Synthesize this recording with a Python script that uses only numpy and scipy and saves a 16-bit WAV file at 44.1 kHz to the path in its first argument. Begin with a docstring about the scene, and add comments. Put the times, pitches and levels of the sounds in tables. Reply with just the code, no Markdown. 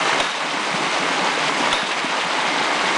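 """A stream rushes steadily while water gushes from the waste valve of a ram pump, close to a small microphone.
Then the valve slams with a thud and a clack that rings in the iron body; the gush dies and builds again.
Stream and gush are bands of hiss mixed with bubbles; gurgles, plops and drops are short rising tones.
Spatter, puffs, slaps and splashes are filtered clicks or noise; the slams add noise bursts, tones
and a slow pressure bump."""
import sys
import numpy as np
from scipy import signal
from scipy.io import wavfile

SR = 44100
rng = np.random.default_rng(int(sys.argv[2]) if len(sys.argv) > 2 else 0)


def master_out(mix):
    """Clip the mix to full scale and print it as 16-bit PCM to the path in sys.argv[1]."""
    frames = np.transpose(np.atleast_2d(mix))
    ceiling = np.clip(frames, -1, 1)
    pcm = np.round(ceiling * 32767).astype(np.int16)
    wavfile.write(sys.argv[1], SR, pcm)


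N = 130977  # length in samples

# Colour of the steady stream; only its shape matters. Each row: pitch in Hz, level in dB per Hz.
STREAM_COLOUR = [(15, -87.5), (25, -62), (144, -34), (163, -11), (283, -8), (412, -8.5), (491, -5.5),
                 (810, -2.5), (873, -1), (1070, -3), (1760, -7), (1900, -7), (2040, -7.5), (3450, -10),
                 (9880, -30), (12800, -61), (21700, -120)]
# Colour of the gush; only its shape matters. Each row: pitch in Hz, level in dB per Hz.
GUSH_COLOUR = [(15, -60.5), (25, -38), (101, -33.5), (180, -4.5), (283, -4.5), (402, 1.5), (503, -2),
               (630, 1), (851, 2.5), (2830, -3.5), (9880, -23), (12800, -58), (21700, -120)]
# Water in the pipe, humming with the flow.
# Each row: pitch in Hz, width in Hz, level in dB before the flow scales it.
PIPE_HUMS = [(290, 53, -39.5), (863, 52, -38), (1086, 185, -38.5), (2138, 210, -35)]
# Fat drops striking water close by.
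# Each row: start in seconds, height in dB before the bass is cut, starting pitch in Hz.
DROPS = [(0.028, -18, 1130), (0.065, -19, 910), (0.094, -8.5, 800), (0.131, -7, 1410), (0.146, -16, 705),
         (0.955, -12, 958), (1.055, -15, 1600), (1.18, -14, 1030), (1.272, -10.5, 851), (1.496, -8, 860),
         (1.523, -12, 1080), (1.64, -9.5, 760), (1.673, -10, 870), (2.308, -10.5, 1110), (2.389, -17, 958),
         (2.45, -14, 668), (2.56, -12, 760), (2.624, -14, 1320), (2.715, -10, 999), (2.811, -10, 1020)]
# Slams of the waste valve; the first lies before the start and only sets the gush.
# Each row: start in seconds, level in dB.
SLAMS = [(-2.9, -9), (0.1985, -7.5), (1.7265, -6)]
# Bands of the crack. Each row: low edge in Hz, high edge in Hz, level in dB relative to the slam.
CRACK_BANDS = [(2400, 3800, 6), (900, 1600, 2), (1600, 2400, 0), (4000, 7000, -4), (7000, 9500, -12)]
# Ringing tones of the iron body. 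Each row: pitch in Hz, relative level in dB, time to fade by 60 dB in seconds.
BODY_TONES = [(1701, -2.5, 1.0), (3530, -9, .4), (3595, -6, .7), (3678, -4, .6), (3718, -8, .4),
              (3745, 0, .5), (3790, -6, .7), (4203, -9, .3), (4443, -8, .3), (5685, -14, .3),
              (9818, -14.5, .55)]
# Sharp splashes on stone and iron. Each row: start in seconds, level in dB before filtering.
SPLASHES = [(0.4546, -22), (0.8644, -11), (1.0367, -12), (1.1174, -17), (1.1923, -8), (1.2341, -20),
            (1.6572, -6.5), (1.839, -16), (1.8915, -10.5), (1.9156, -9.5), (2.05, -10.5), (2.492, -19),
            (2.646, -14), (2.8436, -12)]
# Slugs of water landing.
# Each row: start in seconds, height in dB before the bass is cut, starting pitch in Hz.
PLOPS = [(0.456, -23, 296), (0.539, -19, 280), (0.739, -23.5, 179), (0.805, -19, 298), (0.866, -16, 310),
         (0.92, -34, 306), (1.089, -23, 456), (1.153, -29, 479), (1.375, -15, 456), (1.605, -18.5, 293),
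         (1.825, -23, 193), (1.907, -21, 350), (2.042, -17.5, 268), (2.249, -26, 170), (2.363, -27, 367),
         (2.61, -19.5, 403), (2.839, -21, 369)]

# A T60 is the time to fade by 60 dB. A RISE is the share by which a bubble climbs in pitch.
STREAM_DB, GUSH_FULL_DB = -23, -23
GUSH_WAIT_S, GUSH_RISE_S, GUSH_FALL_S = 0.12, 0.53, 0.08  # rise and fall are time constants
BUBBLES_PER_S, BUBBLE_CYCLES, BUBBLE_RISE = 4000, 8.5, 0.056
BUBBLE_SPREAD_DB, BUBBLE_SHARE_DB = 2.5, -4  # unevenness; level against the hiss
SPATTER_PER_S, SPATTER_DB, SPATTER_SPREAD_DB, SPATTER_IDLE = 640, -47.5, 5.5, 0.32
GURGLES_PER_S, GURGLE_DB, GURGLE_LOW_HZ, GURGLE_HIGH_HZ, GURGLE_CYCLES = 90, -41, 156, 585, 13
GURGLE_FALL_S, GURGLE_IDLE = 0.022, 0.35  # gurgling stops fast at a slam; share that stays
PUFFS_PER_S, PUFF_DB, PUFF_LOW_HZ, PUFF_TOP_HZ = 22, -63, 11, 91.5
SLAPS_PER_S, SLAP_DB, SLAP_LOW_HZ, SLAP_HIGH_HZ = 450, -33, 526, 2650
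DROP_CYCLES, PLOP_CYCLES, PLOP_RISE = 3.25, 4.4, 0.096
BASS_CUT_HZ = 118.6

# Levels inside a slam are relative to that slam.
KNOCK_T60_S, KNOCK_DB, KNOCK_LOW_HZ, KNOCK_HIGH_HZ = .03, 1, 450, 1300
BOUNCE_S, BOUNCE_DB, BOUNCE_T60_S = .0085, -2, .08  # the valve plate knocks again; dB against the first knock
PLATE_HZ, PLATE_DB, PLATE_T60_S = 550, -11, .06  # hollow note of the second knock
THUD_DB, THUD_DIP_S = -31.5, .007
REBOUND_DB, REBOUND_FALL_S = -1.5, .027  # dB against the dip
CRACK_T60_S, CRACK_DELAY_S, CRACK_AGAIN_S = .022, .001, .0025
RING_DB, RING_BLOOM_S, RING_WAVER_DB = -19.5, 0.014, 1.5
LULL_SHARE, LULL_FALL_S, LULL_HOLD_S, LULL_TOP_HZ = .35, .012, .4, 650
SPLASH_T60_S, SPLASH_LOW_HZ, SPLASH_HIGH_HZ = .045, 600, 3000
LIMIT, CUTOFF_HZ = 1.0, 10000


def from_db(db):
    """Turn decibels into a multiplier."""
    return 10 ** (np.asarray(db) / 20)


def rms_one(x):
    """Scale a sound to an average strength (rms) of 1."""
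    return x / np.sqrt(np.mean(x ** 2) + 1e-20)


def at_hz(points, hz):
    """Read a colour table at one pitch, with straight lines on a log-pitch axis."""
    points = np.array(points)
    return np.interp(np.log(hz), np.log(points[:, 0]), points[:, 1])


def drift(rate):
    """Wander at random with spread 1, by smoothing noise; a higher rate in Hz wanders faster."""
    step = 40  # compute one value per 40 samples, then join them with lines
    r = np.exp(-2 * np.pi * step * rate / SR)
    noise = rng.standard_normal(N // step + 2002)
    slow = signal.lfilter([1], [1, -2 * r, r * r], noise)[2000:]  # let the filter settle
    return np.interp(np.arange(N) / step, np.arange(len(slow)), rms_one(slow - slow.mean()))


def band(x, low_hz, high_hz):
    """Keep mainly the pitches between two edges."""
    sos = signal.butter(2, [low_hz, min(high_hz, .45 * SR)], "band", fs=SR, output="sos")
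    return signal.sosfilt(sos, x)


def since(s):
    """Give the seconds after a moment, zero before it, and whether it has come."""
    t = np.arange(N) / SR - s
    return np.maximum(t, 0), t >= 0


def dying(t, t60):
    """Fade steadily in dB, by 60 dB in t60 seconds."""
    return from_db(-60 * t / t60)


def burst(s, t60):
    """Noise that starts at once and dies."""
    t, on = since(s)
    return rng.standard_normal(N) * dying(t, t60) * on + 1e-18


def bubble(hz, cycles, rise):
    """A bubble: a fading tone with envelope peak 1 that swells quickly and climbs in pitch as it dies."""
    turn = np.arange(int(cycles * SR / hz)) * hz / SR
    swell = (1 - np.exp(-turn)) ** 2 * dying(turn, cycles)
    climbing = turn * (1 + rise * turn / cycles / 2)
    return swell / swell.max() * np.sin(2 * np.pi * climbing)


def grains(per_s, spread_db):
    """Clicks at random moments, of uneven size and either sign."""
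    sizes = from_db(spread_db * np.minimum(rng.exponential(1, N), 5))
    signs = rng.choice([-1, 1], N)
    return sizes * signs * (rng.random(N) < per_s / SR)


def thin(x):
    """Cut the deep bass, which the small microphone hardly picks up."""
    return signal.sosfilt(signal.butter(6, BASS_CUT_HZ, "high", fs=SR, output="sos"), x)


def water(colour, shared_db, own_db):
    """Rushing water: third-octave bands of hiss and bursting bubbles flicker together and apart; rms 1."""
    edges = 20 * 2 ** np.arange(0, 9.3, 1 / 3)
    together, near = drift(12.6), drift(12)
    white = rng.standard_normal((2, N))
    clicks = grains(BUBBLES_PER_S, BUBBLE_SPREAD_DB)
    dealt = (rng.random(N) ** .6 * (len(edges) - 1)).astype(int)  # more bubbles go to higher bands
    out = 0
    for k, (low, high) in enumerate(zip(edges, edges[1:])):
        hz = np.sqrt(low * high)
        one = bubble(hz / (1 + BUBBLE_RISE / 4), min(BUBBLE_CYCLES, hz / 20), BUBBLE_RISE)
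        pops = signal.oaconvolve(clicks * (dealt == k), one)[:N]
        bubbles = rms_one(band(pops, low / 1.178, high * 1.2))
        hiss = rms_one(band(white[k % 2], low, high))
        near = 0.65 * near + 0.52 * drift(20.4)  # neighbouring bands flicker partly alike
        level_db = at_hz(colour, hz) + shared_db * together + own_db * near
        # the square root turns a level per Hz into a level for the whole band
        out = out + from_db(level_db) * np.sqrt(high - low) * (hiss + from_db(BUBBLE_SHARE_DB) * bubbles)
    return rms_one(out)


def stream():
    """The steady rush of the stream, its low part thinned after each slam."""
    return from_db(STREAM_DB) * lulled(water(STREAM_COLOUR, shared_db=0.48, own_db=2.02))


def gush_flow(fall_s):
    """Flow through the waste valve, 0 to 1: it waits and builds after each slam, and dies at the next."""
    flow = np.zeros(N)
    times = [s for s, _ in SLAMS] + [np.inf]
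    for s, shut in zip(times, times[1:]):
        build = 1 - np.exp(-since(s + GUSH_WAIT_S)[0] / GUSH_RISE_S)
        flow += build * np.exp(-since(shut)[0] / fall_s)
    return flow


def gush(flow):
    """Water gushing from the waste valve, as loud as the flow is strong."""
    return from_db(GUSH_FULL_DB) * flow * water(GUSH_COLOUR, shared_db=-1.23, own_db=1.0)


def spatter(flow):
    """Fine high drops: random clicks in a narrow treble band; some stay when the flow stops."""
    ticks = band(grains(SPATTER_PER_S, SPATTER_SPREAD_DB) + 1e-18, 5600, 7000)
    return (SPATTER_IDLE + flow) * from_db(SPATTER_DB) * rms_one(ticks)


def gurgles():
    """Large bubbles at random, each with one of twelve pitches."""
    clicks, dealt = grains(GURGLES_PER_S, spread_db=2.2), rng.integers(0, 12, N)
    big = 0
    for k, hz in enumerate(np.geomspace(GURGLE_LOW_HZ, GURGLE_HIGH_HZ, num=12)):
        big = big + signal.oaconvolve(clicks * (dealt == k), bubble(hz, GURGLE_CYCLES, PLOP_RISE))[:N]
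    return from_db(GURGLE_DB) * rms_one(big)


def pipe_hum():
    """Water humming in the pipe: bands of noise that waver slowly in level."""
    hum = 0
    for hz, width, db in PIPE_HUMS:
        tone = rms_one(band(rng.standard_normal(N), hz - width / 2, hz + width / 2))
        hum = hum + from_db(db + 1.5 * drift(4.9)) * tone
    return hum


def puffs():
    """Soft low bumps at the microphone: random clicks with only the bass kept."""
    bumps = grains(PUFFS_PER_S, spread_db=0.5) + 1e-18
    return from_db(PUFF_DB) * rms_one(band(bumps, PUFF_LOW_HZ, PUFF_TOP_HZ))


def slaps():
    """Fat drops slapping down in clumps: one-sided clicks, filtered into short pops."""
    per_s = SLAPS_PER_S * from_db(2.7 * drift(7.1))
    pops = -np.abs(grains(per_s, spread_db=3.5))
    return from_db(SLAP_DB) * rms_one(band(pops + 1e-18, SLAP_LOW_HZ, SLAP_HIGH_HZ))


def landings(table, cycles):
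    """Water landing on water: each drop or slug sounds one bubble that climbs in pitch."""
    out = np.zeros(N + SR)  # room for the last tail
    for s, db, hz in table:
        plop = from_db(db) * bubble(hz, cycles, PLOP_RISE)
        start = int(s * SR)
        out[start:start + len(plop)] += plop
    return out[:N]


def knock(s):
    """The valve knocks twice: two bursts of noise, the second longer and with a hollow note."""
    knocks = burst(s, KNOCK_T60_S) + from_db(BOUNCE_DB) * burst(s + BOUNCE_S, BOUNCE_T60_S)
    late = since(s + BOUNCE_S)[0]
    note = from_db(PLATE_DB) * dying(late, PLATE_T60_S) * np.sin(2 * np.pi * PLATE_HZ * late)
    return from_db(KNOCK_DB) * band(knocks, KNOCK_LOW_HZ, KNOCK_HIGH_HZ) + note


def thud(s):
    """The pressure dips, then rebounds and fades."""
    t = since(s)[0]
    part = np.minimum(t / THUD_DIP_S, 1)  # how much of the dip has passed
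    dip = np.sin(np.pi * part)
    rebound = from_db(REBOUND_DB) * part ** 2 * np.exp(-(t - THUD_DIP_S * part) / REBOUND_FALL_S)
    return from_db(THUD_DB) * (rebound - dip)


def crack(s):
    """Two contacts in quick succession: short bursts of noise, weighted band by band."""
    first = s + CRACK_DELAY_S
    snap = burst(first, CRACK_T60_S) + burst(first + CRACK_AGAIN_S, CRACK_T60_S)
    return sum(from_db(db) * band(snap, low, high) for low, high, db in CRACK_BANDS)


def body_ring(s):
    """The iron body rings: tones swell up and fade, and water sloshing inside makes each one waver."""
    t = since(s)[0]
    ring = 0
    for hz, db, t60 in BODY_TONES:
        tone = np.sin(2 * np.pi * (hz * t + rng.random()))
        ring = ring + from_db(db + RING_WAVER_DB * drift(10)) * dying(t, t60) * tone
    return from_db(RING_DB) * ring * (1 - np.exp(-t / RING_BLOOM_S))


def valve():
    """Each slam adds up a double knock, a thud, a bright crack and the ring of the body."""
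    return sum(from_db(db) * (knock(s) + thud(s) + crack(s) + body_ring(s)) for s, db in SLAMS[1:])


def lulled(x):
    """Right after each slam the low part of the rush sinks, then returns."""
    lull = 0
    for s, _ in SLAMS[1:]:
        t = since(s)[0]
        lull = lull + (1 - np.exp(-t / LULL_FALL_S)) * np.exp(-(t / LULL_HOLD_S) ** 2)
    lows = signal.sosfiltfilt(signal.butter(2, LULL_TOP_HZ, fs=SR, output="sos"), x)
    return x - LULL_SHARE * lull * lows


def splashes():
    """Sharp splashes on stone and iron: short bursts of noise in a broad band."""
    spray = sum(from_db(db) * burst(s, SPLASH_T60_S) for s, db in SPLASHES)
    return band(spray, SPLASH_LOW_HZ, SPLASH_HIGH_HZ)


def scene():
    """Add all the water and the valve, alike in both channels."""
    flow = gush_flow(GUSH_FALL_S)
    gurgle_flow = GURGLE_IDLE + gush_flow(GURGLE_FALL_S)
    mono = stream() + gush(flow) + spatter(flow)
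    mono += gurgle_flow * (thin(gurgles() + pipe_hum()) + puffs() + slaps())
    mono += thin(landings(DROPS, DROP_CYCLES) + splashes() + landings(PLOPS, PLOP_CYCLES))
    mono += valve()
    return np.array([mono, mono])


def record(dry):
    """The small microphone: peaks are rounded off and the treble above the cutoff is removed."""
    rounded = LIMIT * np.tanh(dry / LIMIT)
    return signal.sosfilt(signal.ellip(14, .3, 85, CUTOFF_HZ, fs=SR, output="sos"), rounded)


dry = scene()
out = record(dry)
master_out(out)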